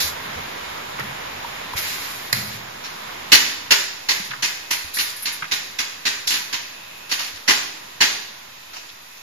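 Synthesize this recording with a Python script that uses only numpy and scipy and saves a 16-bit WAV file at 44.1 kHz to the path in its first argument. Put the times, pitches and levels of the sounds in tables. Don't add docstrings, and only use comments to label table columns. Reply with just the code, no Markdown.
import sys
import numpy as np
from scipy import signal
from scipy.fft import rfft, irfft, next_fast_len
from scipy.io import wavfile
from scipy.ndimage import uniform_filter1d

SR = 44100
rng = np.random.default_rng(int(sys.argv[2]) if len(sys.argv) > 2 else 0)


def file_out(sig):
    cols = np.atleast_2d(sig).T
    lim = np.clip(cols, -1, 1)
    pcm = np.round(lim * 32767).astype(np.int16)
    wavfile.write(sys.argv[1], SR, pcm)


def volts(x):
    e = np.asarray(x, float) / 20
    return 10 ** e


N = 406602
TIME = np.arange(N) / SR


def on_log(hz, table):
    at, value = np.transpose(table)
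    return np.interp(np.log(np.maximum(hz, 1)), np.log(at), value)


def octaves(f, hz):
    return np.log2(np.maximum(f, 1) / hz)


def bump(f, hz, width, rise_db):
    return rise_db / (1 + (2 * (f - hz) / width) ** 2)


def colour(x, db_at):
    size = next_fast_len(x.shape[-1])
    gain = volts(db_at(np.arange(size // 2 + 1) * SR / size)).astype(np.float32)
    return irfft(rfft(x.astype(np.float32), size) * gain, size)[..., :x.shape[-1]].astype(float)


def unit(x):
    return x / np.sqrt(np.mean(x ** 2))


def stereo_noise(size):
    return rng.standard_normal((2, size))


def walk(rate, size=N):
    k = int(SR / rate)
    return 1.52 * uniform_filter1d(np.repeat(rng.standard_normal(size // k + 1), k), k)[:size]


def add(track, s, x):
    i = int(s * SR)
    track[:, i:i + x.shape[-1]] += x[..., :N - i]


# start in seconds, peak level [dB], low mode [Hz], high mode [Hz],
# low over high mode [dB], length [s].
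CLACKS = [
    (0.994, -18.5, 2010, 4640, -8, 0.0041),
    (2.326, 0.5, 2210, 4350, -6.5, 0.0039),
    (4.968, -15.5, 1950, 4080, 0, 0.0045),
    (7.1203, -20, 2200, 5000, -4, 0.003),
]
# centre [Hz], width [Hz], level [dB].
CLACK_GAP = (3200, 1100, -16)


def clacks():
    out, t = np.zeros((2, N)), TIME[:SR // 10]
    for s, peak_db, low_hz, high_hz, lean_db, length in CLACKS:
        noise = colour(stereo_noise(len(t)), lambda f: bump(f, *CLACK_GAP))
        low = unit(colour(noise, lambda f: bump(f, low_hz, 1900, 32)))
        high = unit(colour(noise, lambda f: bump(f, high_hz, 1700, 16) - 10 * (f < 3000)))
        crack = volts(lean_db) * low * np.exp(-t / (2 * length)) + high * np.exp(-t / length)
        add(out, s, volts(peak_db - 3) * crack * np.minimum(t / 0.003, 1) ** 2)
    return out


# start in seconds, peak level [dB], pitch [Hz], time to fade 60 dB [s].
THUDS = [
    (0.043, -36.5, 81, 0.17),
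    (0.361, -35.5, 85, 0.11),
    (0.372, -41, 260, 0.048),
    (1.752, -26.5, 95, 0.038),
    (4.199, -32.5, 196, 0.068),
    (4.3, -41.5, 129, 0.22),
    (4.845, -39, 74, 0.076),
    (5.423, -40, 150, 0.076),
    (7.337, -48.5, 88, 0.14),
    (8.01, -42, 65, 0.087),
]
# start in seconds, peak level [dB], pitch [Hz],
# time to fade 60 dB [s].
BOOMS = [
    (0.998, -30.5, 128, 0.46),
    (2.329, -28, 123, 0.96),
]


def knocks():
    out, t = np.zeros((2, N)), TIME[:SR]
    for s, peak_db, hz, t60 in THUDS:
        fade = np.minimum(t / 0.0026, 1) * volts(-60 * t / t60)
        add(out, s, volts(peak_db + 4.5) * fade * np.sin(2 * np.pi * hz * t))
    for s, peak_db, hz, t60 in BOOMS:
        width_hz = 125
        frame = colour(rng.standard_normal(SR), lambda f: np.maximum(
            bump(f, hz, width_hz, 39.6), bump(f, 1.67 * hz, width_hz, 36.6)))
        first = 2.1 * np.sin(2 * np.pi * hz * t) * np.exp(-t / 0.013)
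        boom = unit(frame) * volts(-60 * t / t60) + first
        add(out, s, volts(peak_db - 4) * np.minimum(t / 0.0071, 1) * boom)
    return out


# start in seconds, peak level [dB], pitch [Hz], time to fade 60 dB [s].
TICKS = [
    (1.447, -16, 953, 0.034),
    (1.735, -12, 994, 0.02),
]


def ticks():
    out, t = np.zeros((2, N)), TIME[:SR // 10]
    for s, peak_db, hz, t60 in TICKS:
        fade = np.minimum(t / 0.0028, 1) * volts(-60 * t / t60)
        add(out, s, volts(peak_db - 0.5) * fade * np.sin(2 * np.pi * hz * t))
    return out


# start in seconds, hiss level [dB], open time [s], body below 8 kHz over hiss [dB],
# body tilt toward treble [dB].
VENTS = [
    (0.0, -29.5, 0.089, -1, 2),
    (1.732, -44, 0.016, 2, -3),
    (1.759, -34.5, 0.53, 3, -1.5),
    (2.335, -38, 0.22, 1, -1),
    (4.245, -49, .03, -5.5, 2),
    (4.936, -36, 0.17, -5.5, 4.5),
    (5.16, -42, 0.055, -7, 1),
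    (5.222, -41.5, 0.051, -8, -3),
    (5.322, -41, 0.039, -12, -1),
    (6.272, -36, 0.081, 0, 11),
]
# frequency [Hz], level [dB].
JET = [(300, -27), (1000, -18), (2200, -6.5), (3100, -12), (4000, -6), (5500, -9), (7000, -12.5),
       (10500, 5), (14000, 4.5)]


def air():
    puff_db, puff_s, sag_db, shut_db_per_s = 11.5, 0.21, 6, 220
    wide_port, narrow_port, dull, keen = np.zeros((4, 1, N))
    t = TIME[:SR]
    for s, hiss_db, open_s, body_db, tilt_db in VENTS:
        gain_db = hiss_db + puff_db * np.exp(-t / puff_s) - sag_db * t / open_s
        gain_db = gain_db - shut_db_per_s * np.maximum(t - open_s, 0)
        rise_s = 0.0012 + 0.025 * open_s
        gain = volts(gain_db) * (1 - np.exp(-t / rise_s))
        add(narrow_port if body_db < -5 else wide_port, s, gain)
        add(dull, s, gain * volts(body_db - tilt_db))
        add(keen, s, gain * volts(body_db + tilt_db))
    jet = colour(stereo_noise(N), lambda f: on_log(f, JET))
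    body = colour(jet, lambda f: np.where(f < 8500, 0, -100))
    low = colour(jet, lambda f: np.where(f < 3300, 0, -100))
    top = jet - body
    nozzle = unit(colour(top, lambda f: bump(f, 10500, 3200, 10)))
    hiss = unit(top) * wide_port + nozzle * narrow_port
    full = (low * dull + (body - low) * keen) / np.std(body)
    return hiss * volts(1.26 * walk(40)) + full * volts(1.4 * walk(30.06))


# start in seconds, peak level [dB], rattle length [s], ring [Hz],
# brightness above 9 kHz [dB].
BLOWS = [(2.8383, -29.5, 0.034, 4120, -27), (3.319, 0, 0.031, 4130, -22.5), (3.707, -6, 0.025, 4430, -25),
         (4.087, -11, 0.028, 4200, -23), (4.424, -13.5, 0.03, 6100, -24), (4.7054, -15.5, 0.033, 6040, -18),
         (4.9857, -14, 0.029, 4270, -19), (5.254, -17.5, 0.03, 4230, -23.5), (5.5127, -17, 0.03, 3730, -24),
         (5.786, -18, 0.03, 3680, -26), (6.053, -13.5, 0.026, 3860, -26), (6.27, -20, 0.029, 5400, -13.5),
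         (6.3053, -16, 0.076, 3570, -21.5), (6.527, -18.5, 0.026, 3700, -26),
         (7.093, -26.5, 0.04, 4100, -21), (7.1136, -16.5, 0.026, 4500, -23),
         (7.189, -22.5, 0.096, 4440, -22), (7.477, -6.5, 0.044, 1900, -26),
         (8.0052, -8.5, 0.035, 1770, -26), (8.731, -34.5, 0.023, 4600, -28), (8.758, -32, 0.03, 5700, -26)]
# frequency [Hz], level [dB].
STEEL = [(130, -25), (290, -13.5), (600, -19.5), (1000, -9), (1300, -8), (1600, 2), (2000, 2.5),
         (2600, 2.5), (3300, 0), (4400, 3.5), (6000, 1.5), (7400, -3.5), (10000, 4.5), (14000, 0)]
# frequency [Hz], width [Hz], level [dB] (not used).
SHEET = [(953, 110, -7), (1460, 23, -3), (2010, 140, -2), (2540, 220, -2), (2860, 200, -2), (2860, 320, -3),
         (3190, 31, -7), (4100, 16, -5), (4390, 480, 0), (5240, 16, -3), (5400, 310, -5), (5670, 270, -5),
         (7450, 10, -8), (7050, 25, -9)]


def blows():
    near, far, t = np.zeros((2, N)), np.zeros((2, N)), TIME[:SR // 6]
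    for s, peak_db, length, ring_hz, top_db in BLOWS:
        heavy = max(peak_db + 11.5, 0)
        deep = ring_hz < 2500
        bass_db = 9.5 + 0.06 * heavy + 2.5 * deep
        tilt = [(900, bass_db), (1600, 1.5), (3000, 1.5), (3800, 0), (7500, 0), (9500, top_db + 12.5)]
        rise_s = 0.0067 if deep else 0.0032
        stop = np.maximum(t - length, 0) / (0.76 * length)
        shape = (1 - np.exp(-t / rise_s)) * np.exp(-t / 0.05 - stop)
        shape = volts(peak_db) * shape * volts(1.5 * walk(265, size=len(t)))
        broad = colour(stereo_noise(len(t)), lambda f: on_log(f, STEEL) + on_log(f, tilt))
        struck = rng.uniform(0, 1, len(SHEET))

        def modes(f):
            sheet = sum(bump(f, hz, 1.23 * width, 5 * share)
                        for (hz, width, _), share in zip(SHEET, struck))
            return sheet + bump(f, ring_hz, 410, 5.7)
        add(near, s - 0.001, unit(colour(broad, modes)) * shape)
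        add(far, s, unit(broad) * shape * volts(-3 - 0.34 * heavy))
    return near, far


# start in seconds, peak level [dB], centre [Hz].
TAPS = [(0.37, -28, 440), (0.986, -20, 1530), (0.994, -26, 450), (0.999, -21, 1590), (1.027, -40, 1630),
        (4.2, -32, 1940), (4.249, -30, 5300), (4.306, -28, 3400), (4.31, -22.5, 1590), (4.332, -24, 1410),
        (4.348, -33, 1240), (5.333, -36, 4390), (5.42, -20.5, 1510), (5.44, -25, 1800),
        (7.202, -28.5, 1000), (7.279, -30, 2620), (7.356, -30, 3970), (7.369, -30.5, 2080),
        (8.733, -32.5, 1000), (8.76, -31.5, 900), (8.889, -34.5, 3300), (9.169, -38.5, 5740)]


def taps():
    out, t = np.zeros((2, N)), TIME[:SR // 10]
    for s, peak_db, hz in TAPS:
        noise = unit(colour(stereo_noise(len(t)), lambda f: -9 * (octaves(f, hz) / 0.85) ** 2))
        shape = np.minimum(t / 0.0026, 1) * np.exp(-(t / 0.012) ** 2 / 2)
        grain = volts(2 * walk(350, size=len(t)))
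        add(out, s, volts(peak_db - 5) * noise * shape * grain)
    return out


# frequency [Hz], time to fade 60 dB [s].
HALL_T60 = [(200, 1), (600, 0.77), (1500, 0.65), (4000, 0.71), (10000, 0.55)]


def hall(x):
    t, tail = TIME[:SR], 0
    for hz in 63 * 2. ** np.arange(9):
        band = colour(stereo_noise(SR), lambda f: -12 * octaves(f, hz) ** 2)
        bass_db = -7 * (hz < 300)
        tail = tail + band * volts(bass_db - 60 * t / on_log(hz, HALL_T60))
    tail = unit(tail * (1 - np.exp(-t / 0.0019))) / np.sqrt(SR)
    return signal.oaconvolve(x, tail, axes=1)[:, :N]


# frequency [Hz], width [Hz], level [dB].
FANS = [
    (990, 200, -60),
    (2580, 510, -46),
    (1900, 400, -55),
]


def fans():
    whines = []
    for hz, width, level_db in FANS:
        band = unit(colour(stereo_noise(N), lambda f: bump(f, hz, width, 22)))
        whines.append(band * volts(level_db + 2 * walk(4.6)))
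    low, upper_fan, mid_fan = whines
    strain_db = 5.5 * np.exp(-((TIME - 6.85) / 0.3) ** 2) - 1.5
    return low + upper_fan * volts(strain_db) + mid_fan


# time in seconds, level [dB].
DRONE = [(0.0, -30.5), (1.6, -32.5), (2.2, -34), (2.77, -36), (3.2, -34), (3.9, -41), (5.5, -42),
         (7.0, -42), (8.3, -43.5), (9.22, -47)]
# frequency [Hz], level [dB].
MOTORS = [(30, -21.5), (65, -2.5), (130, -1), (300, -4.5), (600, -1.5), (1000, -1.5), (2000, -3.5),
          (3800, -7), (4300, -8), (7200, -14), (10000, -17.5), (14000, -17)]
# frequency [Hz], width [Hz], level [dB] (not used).
MOTOR_RINGS = [(980, 180, 0), (2200, 210, -3), (3800, 300, 0)]


def drone():
    step = 32
    level_db = np.interp(TIME[::step], *np.transpose(DRONE))
    eased = DRONE[0][1] - level_db
    bass_db, hiss_db = -4 - 0.096 * eased, -3.5 + 0.64 * eased

    def motor_colour(f):
        return on_log(f, MOTORS) + sum(bump(f, hz, width, 2.6) for hz, width, _ in MOTOR_RINGS)
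    noise = unit(colour(stereo_noise(N), motor_colour))
    swell = walk(2.11 * step, size=len(level_db))
    size = next_fast_len(N)
    spectrum, hz = rfft(noise.astype(np.float32), size), np.arange(size // 2 + 1) * SR / size
    out = 0
    for centre in 32 * 2 ** np.arange(0, 9.5, .5):
        share = np.clip(1 - 2 * np.abs(octaves(hz, centre)), 0, 1).astype(np.float32)
        lean_db = bass_db * np.clip(np.log2(700 / centre) / 2, 0, 1)
        lean_db = lean_db + hiss_db * np.clip(np.log2(centre / 2500), 0, 1)
        flicker_db = 0.1 * swell + 0.73 * walk(9.9 * step, size=len(level_db))
        gain = np.repeat(volts(level_db + 1.5 + lean_db + flicker_db), step)[:N]
        out = out + irfft(spectrum * share, size)[:, :N] * gain
    return out


# frequency [Hz], shared part [0-1].
ALIKE = [(60, .999), (250, .975), (500, .85), (1000, .3), (4000, .25), (12000, .38)]
# frequency [Hz], left minus right [dB].
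LEFT_DB = [(60, 1), (110, -1), (200, 1), (370, -1.5), (680, -3), (1250, -3), (2310, -1.5), (4230, -0.5),
           (7780, -4), (14300, 1.5)]
# frequency [Hz], share of the full lag [0-1.21].
LAG_SHARE = [(60, 0.15), (200, 0.28), (340, 0.87), (600, 1.21), (1000, 0.999)]


def ports(mix):
    lag_samples = 26
    size = next_fast_len(N)
    right, other = rfft(mix, size)
    hz = np.arange(size // 2 + 1) * SR / size
    alike = np.clip(on_log(hz, ALIKE), 0, 1)
    left = alike * right + np.sqrt(1 - alike ** 2) * other
    left = left * np.exp(-2j * np.pi * hz * on_log(hz, LAG_SHARE) * lag_samples / SR)
    lean = volts(on_log(hz, LEFT_DB) / 2)
    return irfft(np.array([left * lean, right / lean]), size)[:, :N]


def scene():
    near, far = blows()
    clack, tap, knock = clacks(), taps(), knocks()
    wet = hall(far + volts(-6.5) * clack + volts(-11.5) * tap + volts(-1.5) * knock)
    mix = near + clack + tap + knock + wet + air() + drone() + fans()
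    return ports(mix) + ticks()


def patchy_top(x, depth_db=0.5):
    hz, _, frames = signal.stft(x, SR, nperseg=512)
    strips = rng.exponential(1, (len(hz) // 3 + 1, frames.shape[2] // 6 + 1)) ** 3.5
    strips = np.repeat(np.repeat(strips, 3, axis=0), 6, axis=1)
    loss_db = strips[:len(hz), :frames.shape[2]] * depth_db
    treble = (hz > 7000)[:, None]
    return signal.istft(frames * volts((1 - loss_db) * treble), SR, nperseg=512)[1][:, :N]


def roll_off(x):
    return signal.sosfilt(signal.butter(12, 14890, fs=SR, output="sos"), x)


# frequency [Hz], level [dB].
GAP = [(7550, 0), (7950, -70), (9050, -70), (9650, 0), (14200, 0), (14700, -70)]


def record(dry):
    knee = 2.77
    rounded = knee * np.tanh(dry / knee)
    gapped = colour(patchy_top(rounded), lambda f: on_log(f, GAP))
    return roll_off(np.clip(gapped + 0.002, -1, 1))


dry = scene()
out = record(dry)
file_out(out)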